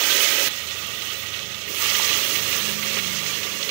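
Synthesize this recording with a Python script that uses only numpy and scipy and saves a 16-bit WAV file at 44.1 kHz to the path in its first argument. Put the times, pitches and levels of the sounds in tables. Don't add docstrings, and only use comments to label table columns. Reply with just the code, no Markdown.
import sys
import numpy as np
from scipy import signal
from scipy.fft import rfft, irfft, next_fast_len
from scipy.io import wavfile
from scipy.ndimage import uniform_filter1d

SR = 44100
rng = np.random.default_rng(int(sys.argv[2]) if len(sys.argv) > 2 else 0)


def store_wav(level_fs):
    pcm = np.round(np.clip(np.atleast_2d(level_fs), -1, 1) * 32767)
    wavfile.write(sys.argv[1], SR, pcm.T.astype(np.int16))


def voltage_ratio(decibels):
    exponent = np.asarray(decibels, float) / 20
    return 10 ** exponent


N = 163170


def unit(x):
    return x / np.sqrt(np.mean(x ** 2))


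def colour(x, points, bumps=()):
    n = next_fast_len(len(x) + 8192)
    f = np.maximum(np.arange(8193) * SR / 16384, 1)
    p = np.array(points, float)
    db = np.interp(np.log(f), np.log(p[:, 0]), p[:, 1])
    db = db + sum(g / (1 + (2 * (f - hz) / w) ** 2) for hz, w, g in bumps)
    cepstrum = irfft(db * np.log(10) / 20)
    cepstrum[1:8192] *= 2
    cepstrum[8193:] = 0
    response = irfft(np.exp(rfft(cepstrum)))[:8192]
    return unit(irfft(rfft(x, n) * rfft(response, n), n)[:len(x)])


def curve(table, axis):
    points = np.array(table, float)
    return np.interp(np.arange(N) / SR, points[:, 0], points[:, axis])


def walk(rate):
    k = int(SR / rate)
    x = uniform_filter1d(uniform_filter1d(rng.standard_normal(N), k), k)
    return unit(x - uniform_filter1d(x, 5 * k))


def hiss():
    # f/Hz, level/dB
    hiss_colour = [(25, -18), (60, -2), (90, 5.5), (400, -1), (800, -7.5), (3500, -16), (7000, -26.5),
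                   (16000, -27)]
    return voltage_ratio(-63) * colour(rng.standard_normal(N), hiss_colour)


def engine():
    # t/s, level/dB, partials above the fifth/dB
    engine_swell = [
        (0, -64, -23),
        (.45, -44.5, -10.5),
        (1.8, -44, -5.5),
        (2.25, -42, -7.5),
        (2.45, -43, 3.5),
        (3.15, -42, 5.5),
        (3.45, -48.5, 1),
        (3.7, -51.5, 9),
    ]
    # multiple of the turn, level/dB
    partials = [(2, -21), (3, -3), (4, -1), (5, -9.5), (6, -3), (7, -3.5), (8, 1.5), (9, -10)]
    # f/Hz, level/dB
    rumble_colour = [(25, -39), (60, -29), (80, -2), (200, 0.5), (400, -14.5), (700, -24), (1100, -38)]
    turn_hz, rough_db, rumble_db = 25.96, 3, -48
    turn = 2 * np.pi * np.cumsum(turn_hz * (1 + 0.0064 * walk(1.44))) / SR
    drone = 0
    for k, db in partials:
        k = round(k)
        level_db = db + rough_db * walk(7.2) + (k > 5) * curve(engine_swell, axis=2)
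        drone = drone + np.sin(k * turn + 6 * rng.random()) * voltage_ratio(level_db)
    rumble = voltage_ratio(rumble_db) * colour(rng.standard_normal(N), rumble_colour)
    return drone * voltage_ratio(curve(engine_swell, axis=1)) + rumble


def echo(x):
    t60_s, echo_db, ripple = 0.05, -2, .12
    t = np.arange(N) / SR
    tail = rng.standard_normal(N) * voltage_ratio(np.maximum(-60 * t / t60_s, -200)) * (t > .0015)
    h = 1 + voltage_ratio(echo_db) * rfft(tail / np.sqrt(np.sum(tail ** 2)))
    return irfft(rfft(x) * h / np.abs(h) ** (1 - ripple), N)


def pot(x, points):
    # f/Hz, width/Hz, full steam/dB, lull/dB, after the handful/dB
    pot_notes = [(308, 16, 2, -3, 1), (424, 50, 8.5, 6.5, 8), (554, 36, 12.5, 7, 8), (801, 30, -11, -3, -9),
                 (854, 25, 7.5, 7.5, 3), (1071, 36, -13, -10, -6), (1169, 73, -1.5, 7.5, 10),
                 (1253, 41, 6, 10, 0.5), (1537, 57, -0.5, -2.5, -8.5), (1618, 98, -6, -7.5, -6.5),
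                 (2236, 28, 1, 6.5, 3.5), (2870, 260, 1.5, 2, 2), (3400, 230, 3.5, 4, 2.5),
                 (4210, 340, 1, 3, 1)]
    # f/Hz, width/Hz, full steam/dB, lull/dB, after the handful/dB
    more_pot_notes = [(1446, 28, -9, 4, -3), (1794, 52, -7, -6, -8), (1915, 49, 5, 11, 5.5),
                      (2400, 97, 0.5, -0.5, -1.5), (2584, 40, 3, 7.5, 3), (2710, 26, 2, 5.5, 5),
                      (2737, 34, -10, 2.5, -7), (2806, 33, 0, 6, 6.5), (3025, 70, 3, 7, -0.5),
                      (3214, 44, -3, 5.5, 3.5), (3528, 43, -10, 9.5, 1), (3770, 70, -1, 3.5, -6),
                      (3920, 24, -4, 7, 4), (676, 100, 0.5, 1.5, -1)]
    lull_s, drop_s = .487, 1.68
    notes, t = np.array(pot_notes + more_pot_notes), np.arange(N) / SR
    stage = (t > lull_s) * 1 + (t > drop_s)
    return np.choose(stage, [colour(x, points, notes[:, [0, 1, k]]) for k in (2, 3, 4)])


def clicks(rate, spread_db, top_db=11):
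    when, side, size = rng.random((int(rate * N / SR), 3)).T
    out = np.zeros(N)
    level_db = np.minimum(-spread_db * np.log(size + 1e-9), top_db)
    out[(when * N).astype(int)] = np.sign(side - .5) * voltage_ratio(level_db)
    return unit(out)


def bubbles(centre_hz, spread, cycles, rate, count):
    out, t = np.zeros(N), np.arange(SR // 20) / SR
    for k in np.linspace(-1, 1, count):
        hz = centre_hz * np.exp(spread * k)
        rising = np.sin(2 * np.pi * hz * t * (1 + 0.061 * hz * t / cycles))
        ring = rising * np.exp(-np.pi * hz * t / cycles)
        out += unit(signal.fftconvolve(clicks(rate, spread_db=1.5), ring)[:N])
    return pot(echo(out), [(20, -45), (250, 0), (SR / 2, 0)])


def patchy(x, db, rate):
    patch_edges = [1500, 2600, 4600, 9000, 12500]
    band, spec = np.digitize(np.fft.rfftfreq(N, 1 / SR), patch_edges), rfft(x)
    return sum(irfft(spec * (band == k), N) * voltage_ratio(db * walk(rate)) for k in range(len(patch_edges) + 1))


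def spits():
    # t/s, peak/dB, sputter tail/dB, f/Hz
    spit_list = [(.014, -16.5, -7, 900), (.037, -9, -4, 3000), (.065, -5, -12, 6900), (.189, -15, -3, 2950),
                 (.241, -5, -10, 6860), (.534, -27, -14, 6950), (.605, -22, -8, 7000),
                 (.671, -18, -5, 7000), (.967, -33, -15, 3000), (1.021, -14, -10, 4000),
                 (1.102, -18, -3, 2920), (1.154, -26, -1, 3000), (1.618, -24, -6, 3200),
                 (1.989, -7, -8, 6500), (1.997, -18, 0, 1150), (2.045, -12, 0.5, 5000),
                 (2.093, -10.5, -0.5, 2950), (2.112, -16.5, 0, 1200), (2.355, -9.5, -2, 3040),
                 (2.529, -9.5, -9, 2720), (2.691, -14, -8, 5460), (2.827, -13, -2, 2500),
                 (2.13, -13, -2, 2950), (1.900, -3, -12, 4500), (3.046, -19.5, 3, 2400),
                 (3.13, -19, -12, 7040), (3.264, -15, -4, 3000), (3.432, -12.5, -6, 2930),
                 (.710, -13, -7, 3200), (1.055, -19, -14, 14500), (1.189, -18, -16, 14000),
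                 (1.23, -18, -14, 14500), (1.263, -21, -12, 4500), (.867, -20, -14, 6500),
                 (1.339, -17.5, -2, 2980), (1.393, -14, -19, 3200), (1.457, -18, -7, 4500),
                 (1.545, -25.5, 4.5, 3400), (1.678, -26, 2, 2500), (1.870, -7, -18, 5500),
                 (1.893, -12, -3, 4500), (1.951, -5, -3.5, 2900), (2.174, -9, -14, 14000),
                 (2.943, -12, -8, 3980), (2.970, -16, 4, 2500), (2.970, -21.5, -8, 614),
                 (2.987, -13, 1, 2400), (3.628, -13.5, -2, 4140), (3.692, -18.5, 5, 2870)]
    tail_s, gain_db, width = .008, 3, .8
    out, t = np.zeros(N + SR), np.arange(SR // 10) / SR
    for s, db, tail_db, hz in spit_list:
        edges_hz = [hz * (1 - width / 2), min(hz * (1 + width / 2), .45 * SR)]
        band = signal.butter(2, edges_hz, "band", fs=SR)
        crack = signal.lfilter(*band, t == 0)
        sputter = unit(signal.lfilter(*band, rng.standard_normal(len(t))))
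        tail = sputter * voltage_ratio(tail_db) * np.exp(-t / tail_s) / 2
        start = int(s * SR)
        out[start:start + len(t)] += voltage_ratio(db + gain_db) * (crack / np.abs(crack).max() + tail)
    return pot(out[:N], [(20, 0), (SR / 2, 0)]) * np.std(out[:N])


def fry():
    # t/s, level/dB, finest spray/dB, boil of large bubbles/dB
    heat = [(0, -23, -9, -14), (.25, -22.5, -8, -13.5), (.48, -25, -6, -11.5), (.494, -33.5, -11, -17),
            (.75, -33.5, -12, -14.5), (1.22, -34.5, -8.5, -14), (1.3, -34.5, -15, -12.5),
            (1.66, -37, -15, -13), (1.7, -34, -5.5, -5.5), (1.795, -29.5, -3, -15),
            (1.825, -25.5, -8, -18.5), (1.92, -25.5, -8.5, -18), (2.13, -25, -9.5, -17),
            (2.3, -27.5, -6.5, -13), (2.62, -27.5, -8, -14), (2.8, -30.5, -9, -13),
            (3.02, -29.5, -10.5, -14), (3.7, -32.5, -11, -12)]
    # f/Hz, level/dB
    burst_colour = [(250, -23.5), (700, -15.5), (1400, -7), (2100, -5.5), (3000, -3), (4800, -7),
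                    (6400, -4), (9500, -19)]
    # f/Hz, level/dB
    spray_colour = [(5000, -36.5), (8000, 1.5), (11000, -2), (13000, -4), (15500, 5.5), (20000, 3)]
    surge_db = .6 * walk(13)
    steam = rng.standard_normal((2, N))
    burst = pot(echo(clicks(2000, spread_db=0) + voltage_ratio(-2) * steam[0]), burst_colour)
    droplets = clicks(2500, spread_db=10.5, top_db=15)
    spray = colour(echo(droplets + voltage_ratio(-4) * steam[1]), spray_colour)
    boil = bubbles(centre_hz=441.6, spread=0.35, cycles=7.7, rate=260, count=5)
    fizz = bubbles(centre_hz=2500, spread=.5, cycles=55, rate=45, count=13)
    mix = patchy(burst, 0.86, 36)
    mix = mix + patchy(spray, 1.3, 32) * voltage_ratio(2.5 + curve(heat, axis=2))
    mix = mix + boil * voltage_ratio(-1 + curve(heat, axis=3))
    mix = mix + fizz * voltage_ratio(-6.5)
    return mix * voltage_ratio(curve(heat, axis=1) + surge_db + 6.5) + spits()


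def leak(near, far):
    bass = signal.lfilter(*signal.butter(1, 44.7, fs=SR), (near + far) * voltage_ratio(-19.5))
    scatter = rng.standard_normal(9000) * np.exp(-np.arange(9000) / 2500.)
    scatter = scatter / np.sqrt(np.sum(scatter ** 2))
    dull = signal.lfilter(*signal.butter(2, 2500, fs=SR), signal.fftconvolve(near, scatter)[:N])
    return bass + voltage_ratio(-54.5) * dull


def scene():
    far, near = engine(), fry()
    return np.array([leak(near, far) + hiss(), near + far])


def roll_off(x):
    return signal.sosfilt(signal.butter(12, 17060, fs=SR, output="sos"), x)


def record(dry):
    # f/Hz, level added above it/dB
    eq_steps = [
        (3600, -0.5),
        (6860, -1.5),
        (11600, 5),
    ]
    limit, top_hz = .8, 15720
    f = np.fft.rfftfreq(N, 1 / SR)
    db = sum(g / (1 + np.exp(np.clip((hz - f) / 15, -50, 50))) for hz, g in eq_steps)
    db = db - 60 / (1 + np.exp(np.clip((top_hz + 40 - f) / 12, -50, 50)))
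    overloaded = limit * np.tanh(dry / limit)
    mix = irfft(rfft(overloaded) * voltage_ratio(db), N)
    return roll_off(mix)


dry = scene()
out = record(dry)
store_wav(out)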